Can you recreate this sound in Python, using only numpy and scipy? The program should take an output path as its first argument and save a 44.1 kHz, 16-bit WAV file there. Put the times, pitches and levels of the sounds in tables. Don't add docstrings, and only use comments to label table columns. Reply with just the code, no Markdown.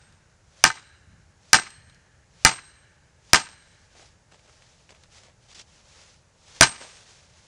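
import sys
import numpy as np
from scipy import signal
from scipy.fft import rfft, irfft, next_fast_len
from scipy.io import wavfile

SR = 44100
rng = np.random.default_rng(int(sys.argv[2]) if len(sys.argv) > 2 else 0)


def store_wav(level_fs):
    pcm = np.round(np.clip(np.atleast_2d(level_fs), -1, 1) * 32767)
    wavfile.write(sys.argv[1], SR, pcm.T.astype(np.int16))


N = 329427
MIC_EDGE_HZ, OUTPUT_EDGE_HZ = 11200, 17400


def amp(db):
    return 10 ** (np.asarray(db) / 20)


def unit(x):
    return x / np.sqrt(np.mean(x ** 2) + 1e-20)


def seconds(length):
    return np.arange(int(length * SR)) / SR


def decay(t, t60):
    return np.exp(-np.log(1000) * t / t60)


def add(mix, start_s, sound):
    start = round(start_s * SR)
    sound = sound[max(-start, 0):]
    part = mix[max(start, 0):][:len(sound)]
    part += sound[:len(part)]


def colour(x, spectrum):
    hz, db = np.transpose(spectrum)
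    size = next_fast_len(len(x))
    freqs = np.fft.rfftfreq(size, 1 / SR)
    gain = amp(np.interp(np.log(freqs + 1), np.log(hz + 1), db))
    return unit(irfft(rfft(x, size) * gain, size)[:len(x)])


def noise(spectrum, size):
    return colour(rng.standard_normal(size), spectrum)


def drift(per_s, size):
    knots = rng.standard_normal(1024)
    return unit(np.interp(np.arange(size) * per_s / SR, np.arange(1024), knots))


def swells(events):
    t = np.arange(N) / SR
    return np.sqrt(sum(amp(2 * db) * np.exp(-(2 * (t - s) / length) ** 2) for s, length, db in events))


def lowpass(x, hz):
    return signal.oaconvolve(x, signal.firwin(161, hz, window=("kaiser", 7), fs=SR), "same")


# freq_hz, level_db
AIR_EQ = [(15, -40.5), (25, -6), (59, 0), (96, 1.5), (165, -5.5), (260, -16), (603, -12), (703, -17),
          (884, -13), (979, -18.5), (1590, -18), (3410, -26), (6610, -21.5), (10200, -33.5), (11000, -37),
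          (14300, -71), (22000, -120)]
# freq_hz, level_db
RUMBLE_EQ = [(20, -19), (45, -10.5), (78, -0.5), (130, -3.5), (200, -11), (320, -24.5), (800, -49)]
# peak_s, length_s, level_db
WIND_PUFFS = [(0.12, 0.09, -60.5), (1.12, 0.13, -59), (1.28, 0.034, -58), (1.87, .2, -58.5)]
def outdoors(air_db=-61, breeze_db=-67.5, lumps_db=1.0):
    wind = noise(RUMBLE_EQ, N) * (amp(breeze_db) + swells(WIND_PUFFS))
    wind *= amp(lumps_db * drift(6.4, N))
    return wind + amp(air_db) * noise(AIR_EQ, N)


# freq_hz, level_db
CRACK_EQ = [(40, -14.5), (300, -8), (900, -4.5), (1700, -3), (2400, -2), (3500, -9.5), (4200, -4),
            (4550, -5.5), (5000, 3.5), (5350, -2), (5720, 2.5), (6500, -3.5), (8500, -10), (11000, -16.5)]
def crack(t, stretch):
    envelope = np.exp(-(t / (.0026 * stretch)) ** 2) + amp(-17) * decay(t, 0.026 * stretch)
    head = envelope[:2048]
    burst = rng.standard_normal(len(head)) * head
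    for _ in range(3):
        flat = irfft(np.exp(1j * np.angle(rfft(burst))))
        burst = colour(flat, CRACK_EQ) * np.sqrt(head)
    burst = burst * np.linalg.norm(head) / np.linalg.norm(burst)
    return np.pad(burst, (0, len(t) - len(head)))


# pitch_hz, level_db, t60_s
WEDGE_MODES = [(761, -12.5, 0.11), (895, -9.5, .17), (1248, -1.5, 0.061), (1565.6, 4.5, 0.042),
               (1795, -3, 0.069), (2036, -9, 0.15), (2332, -4, 0.066), (2895, -11.5, 0.12),
               (4070, -15.5, 0.19), (4370, -12, 0.057), (4930, -4, 0.039), (5950, -6, 0.049),
               (5770, -16, .16), (7350, -15, 0.12)]
def wedge(t, spread_db=1.5, detune=0.0033):
    out = np.zeros(len(t))
    scatter = rng.standard_normal((len(WEDGE_MODES), 3))
    for (hz, db, t60), (strength, shift, phase) in zip(WEDGE_MODES, scatter):
        tone = np.sin(2 * np.pi * (hz * (1 + detune * shift) * t + phase))
        out += amp(db + spread_db * strength) * decay(t, t60) * tone
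    return out


def push(t, width_s=0.0017):
    u = t / width_s
    return u * (2 - u) * np.exp(-u)


# pitch_hz, level_db, t60_s
LOG_MODES = [(55, -11, 0.0052), (86, -23.5, 0.013), (127, -24, 0.17), (192, -21, 0.083),
             (284, -15.5, 0.044), (441, -17.5, 0.023)]
def thud(t):
    return sum(amp(db) * decay(t, t60) * np.sin(2 * np.pi * hz * t) for hz, db, t60 in LOG_MODES)


def shudder(t, t60=0.21, attack_s=0.0054):
    return amp(-38) * noise(RUMBLE_EQ, len(t)) * decay(t, t60) * (1 - np.exp(-t / attack_s))


def thunk(t, hz=660, t60=.08):
    return decay(t, t60) * np.sin(2 * np.pi * hz * t)


def steel_ring(t, hz, pressed_hz=8715, ease_hz_per_s=1800, lift_s=0.033, sag_hz=20, sag_s=.16):
    pressed = np.sin(2 * np.pi * np.cumsum(pressed_hz - ease_hz_per_s * t) / SR)
    pressed *= decay(t, 0.41) / (1 + (t / lift_s) ** 6)
    cycles = np.cumsum(hz - sag_hz * (1 - np.exp(-t / sag_s))) / SR
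    beat_hz = 8.5 * rng.uniform(.5, 1.4)
    pair = np.sin(2 * np.pi * cycles) + .5 * np.sin(2 * np.pi * (cycles - beat_hz * t + rng.random()))
    free = (1 - np.exp(-t / 0.032)) * decay(t, .25)
    echo = np.exp(-((t - 0.16) / 0.19) ** 2)
    return amp(-21.5) * pressed + pair * (amp(-21.5) * free + amp(-59) * echo)


# freq_hz, level_db
WOODPILE_EQ = [(40, -11), (130, -6.5), (300, -4), (560, -10), (850, -0.5), (1700, -3), (2700, -2),
               (3450, -7), (4200, -4.5), (5600, -4), (7400, -7.5), (8200, -14), (9500, -20), (11000, -30.5)]
# freq_hz, level_db
SLAP_EQ = [(400, -41.5), (1100, -4), (1700, 10), (2300, -2.5), (3500, -6), (9000, -48)]
def woodpile(t, spread_s=0.022, falloff=1.316):
    first = np.clip((t - .0105) / .0015, 0, 1)
    second = np.clip((t - .0205) / .002, 0, 1)
    paths = (.7 * first + 0.48 * second) * (1 + (t / spread_s) ** 2) ** -falloff
    paths *= amp(2.7 * drift(300, len(t)))
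    t_ring = t[:SR // 8]
    clang = wedge(t_ring) * decay(t_ring, 0.26)
    reflections = rng.standard_normal(len(t)) * paths
    ringing = signal.fftconvolve(reflections, clang / np.linalg.norm(clang))[:len(t)]
    scatter = noise(WOODPILE_EQ, len(t)) * paths
    slap = noise(SLAP_EQ, len(t)) * first * np.exp(-((t - .013) / .004) ** 2)
    return amp(-9.5) * scatter + amp(-16) * ringing + amp(-11.5) * slap


# centre_hz, width_hz, level_db
TREE_BANDS = [(1664, 440, -0.5), (2250, 460, -7), (2920, 620, -5), (4070, 340, 2.5), (5000, 300, -8),
              (6100, 500, -8), (7450, 200, -14.5)]
def trees(t, pitch_ratio, t60_low=2.4, t60_high=0.99):
    out = np.zeros(len(t))
    for hz, width_hz, db in TREE_BANDS:
        pole = np.exp(-np.pi * width_hz / SR)
        white = rng.standard_normal(len(t)) + 1j * rng.standard_normal(len(t))
        wander = signal.lfilter([1], [1, -2 * pole, pole * pole], white)
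        band = unit((wander * np.exp(2j * np.pi * hz * pitch_ratio * t)).real)
        out += amp(db) * band * decay(t, np.interp(hz, [1600, 4200], [t60_low, t60_high]))
    return amp(-55) * out * (1 - np.exp(-t / .015)) * amp(1.2 * drift(28, len(t)))


def wall(t, delay_s=0.1387, smear_s=0.0082):
    dull = noise([(400, -38), (1100, 4), (1700, 6), (2300, 2), (3500, -9), (9000, -53)], len(t))
    return amp(-32) * dull * np.exp(-((t - delay_s) / smear_s) ** 2)


# start_s, crack_db, crack_stretch, clang_db, push_db, thud_db, thunk_db,
# ring_db, ring_hz, woodpile_db, trees_db, trees_pitch_ratio
HAMMER_BLOWS = [(-0.25, 4.5, 1.26, -10.5, -20, -6, -30, -3, 8400, 1.5, -4, 0.91),
                (0.6396, 5, 1.02, -11.5, -14, -5, -29, -8, 8400, -2, -0.5, 0.97),
                (1.5316, 4.5, 1.16, -9.5, -28, -9.5, -32.5, 0, 8380, 0, 1, 1.03),
                (2.4493, 4, 0.95, -8.5, -4, -1.5, -28.5, 1.5, 8402, 0, 0, 0.99),
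                (3.3328, 8.5, 1.0, -14, -12.5, -4, -25.5, -2.5, 8440, 0.5, -0.5, .995),
                (6.6095, 2, 1.68, -18.5, -10.5, 2.5, -11.5, 4, 8480, 4, -7.5, 0.93)]
def hammer():
    out = np.zeros(N)
    t_short, t_mid, t_long = seconds(.25), seconds(.6), seconds(1.4)
    for (start_s, crack_db, stretch, clang_db, push_db, thud_db, thunk_db,
         ring_db, ring_hz, woodpile_db, trees_db, trees_pitch) in HAMMER_BLOWS:
        add(out, start_s, amp(crack_db) * crack(t_short, stretch))
        add(out, start_s, amp(clang_db) * (wedge(t_short) + wall(t_short)))
        add(out, start_s, amp(push_db) * push(t_short))
        add(out, start_s, amp(thud_db) * (thud(t_short) + shudder(t_short)))
        add(out, start_s, amp(thunk_db) * thunk(t_short))
        add(out, start_s, amp(ring_db) * steel_ring(t_mid, ring_hz))
        add(out, start_s, amp(woodpile_db) * woodpile(t_mid))
        add(out, start_s, amp(trees_db) * trees(t_long, trees_pitch))
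    return out


# freq_hz, level_db
NYLON_EQ = [(120, -35), (200, -4.5), (280, -15), (309, -11), (556, 2), (680, -4), (904, -1.5), (1000, -3.5),
            (6330, -1), (9950, -14.5), (11000, -25.5), (14300, -53), (22000, -120)]
# peak_s, length_s, level_db
JACKET_RUSTLES = [(0.03, 0.15, -72), (3.72, 0.32, -64), (4.02, .13, -56), (4.53, .26, -61),
                  (4.78, .26, -63), (5.02, 0.1, -62.5), (5.165, 0.078, -54), (5.25, 0.088, -60),
                  (5.46, .07, -63), (5.76, .16, -60), (5.99, 0.23, -54), (6.88, 0.19, -50),
                  (7.1, 0.26, -55.5), (7.42, 0.25, -59.5)]
# impact_s, length_s, full_speed_db
ARM_SWINGS = [(0.6389, 0.24, -54.5), (1.531, .2, -55.5), (2.4492, 0.19, -53), (3.3335, 0.19, -54),
              (6.6102, 0.33, -48)]
def jacket(flutter_db=1.12, grain_db=2.0, speed_power=1.9, stop_s=.025):
    t = np.arange(N) / SR
    level = swells(JACKET_RUSTLES)
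    for impact_s, length_s, db in ARM_SWINGS:
        speed = np.clip(1 + (t - impact_s) / length_s, 0, 1)
        speed *= np.exp(-np.maximum(t - impact_s, 0) / stop_s)
        level += amp(db) * speed ** speed_power
    grains = rng.standard_normal(N) * amp(grain_db * rng.exponential(1, N))
    return colour(grains, NYLON_EQ) * level * amp(flutter_db * drift(56, N))


# start_s, peak_db, centre_hz
TWIG_SNAPS = [(0.1246, -51.5, 5500), (1.704, -40, 6200), (1.8974, -44.5, 3750), (1.946, -47, 5470),
              (4.32, -46, 1400), (4.496, -43.5, 1300), (4.6211, -41.5, 2850), (4.892, -42.5, 2840),
              (4.9486, -45, 2150), (5.036, -41.5, 3450), (5.235, -39, 4270), (5.549, -41, 4400)]
def snaps(t60=0.021, walk_s=(4.3, 5.3), flake_count=7, flake_db=-54, flake_hz=4500):
    out, t = np.zeros(N), np.arange(SR // 8) / SR
    flakes = [(rng.uniform(*walk_s),
               flake_db + 1.5 * rng.standard_normal(),
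               flake_hz * 2 ** rng.uniform(-0.89, 1)) for _ in range(flake_count)]
    for start_s, db, hz in TWIG_SNAPS + flakes:
        tick = noise([(hz / 6, -14), (hz / 2, -4), (hz, 0), (hz * 2, -13), (hz * 4, -24)], len(t))
        tick *= decay(t, t60) + 0.04 * decay(t, .12)
        add(out, start_s, amp(db) * tick / abs(tick).max())
    return out


# start_s, level_db, centre_hz
AFTER_CLICKS = [(0.7018, -13.5, 1440), (1.5436, -12, 4995), (1.587, -15, 1280), (6.6223, -5.5, 6000),
                (6.6306, 0.5, 5500), (6.822, -35, 1300)]
def after_clicks(damped_t60=.2, click_t60=0.0088):
    out, t = np.zeros(N), np.arange(SR // 8) / SR
    for start_s, db, hz in AFTER_CLICKS:
        clink = 0.35 * wedge(t) * decay(t, damped_t60)
        click = amp(-2) * rng.standard_normal(len(t)) * decay(t, click_t60)
        band = signal.butter(1, [hz / 1.6, min(hz * 1.5, MIC_EDGE_HZ)], "bandpass", fs=SR)
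        add(out, start_s, amp(db) * signal.lfilter(*band, clink + click))
    return out


# freq_hz, level_db
CHIPS_EQ = [(100, -4), (350, 4), (650, 9.5), (1200, 0), (2500, 1), (5000, -11), (8000, -7.5), (11000, -46)]
# start_s, crunch_db, length_s, scuff_db
SHOE_STEPS = [(3.941, -57, 0.11, -67), (4.31, -56, 0.051, -59.5), (4.437, -59, 0.063, -80),
              (4.621, -71, 0.11, -65.5), (4.889, -52.5, 0.038, -58), (4.946, -61, 0.028, -66.5),
              (5.034, -61, 0.026, -72.5), (5.229, -57.5, 0.069, -75), (5.482, -62.5, 0.058, -53.5),
              (5.544, -68, 0.077, -48.5), (6.801, -45.5, 0.053, -50)]
def footsteps(cracks_per_s=900, spread_db=1.5, scrape_db=2.0, attack_s=0.0047):
    out, t = np.zeros(N), np.arange(SR // 3) / SR
    attack = 1 - np.exp(-t / attack_s)
    for start_s, crunch_db, length_s, scuff_db in SHOE_STEPS:
        breaks = rng.random(len(t)) < cracks_per_s / SR
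        cracks = breaks * amp(spread_db * np.minimum(rng.exponential(1, len(t)), 4))
        grains = (cracks + 0.039) * rng.standard_normal(len(t))
        crunch = colour(grains, CHIPS_EQ) / (1 + (t / length_s) ** 4)
        scuff = noise([(500, -6), (1500, -3.5), (3500, 2), (6000, 1.5), (8000, -4), (11000, -24)], len(t))
        scuff *= amp(scrape_db * drift(169, len(t))) / (1 + (t / length_s) ** 12)
        add(out, start_s, (amp(crunch_db) * crunch + amp(scuff_db) * scuff) * attack)
    return out


def scene():
    return (hammer() + after_clicks() + jacket() + footsteps() + snaps() + outdoors())[None]


def record(dry):
    overloaded = np.clip(dry[0], -1.05, 1.05)
    narrow = lowpass(overloaded, MIC_EDGE_HZ)
    return lowpass(np.clip(narrow, -1, 1), OUTPUT_EDGE_HZ)[None]


dry = scene()
out = record(dry)
store_wav(out)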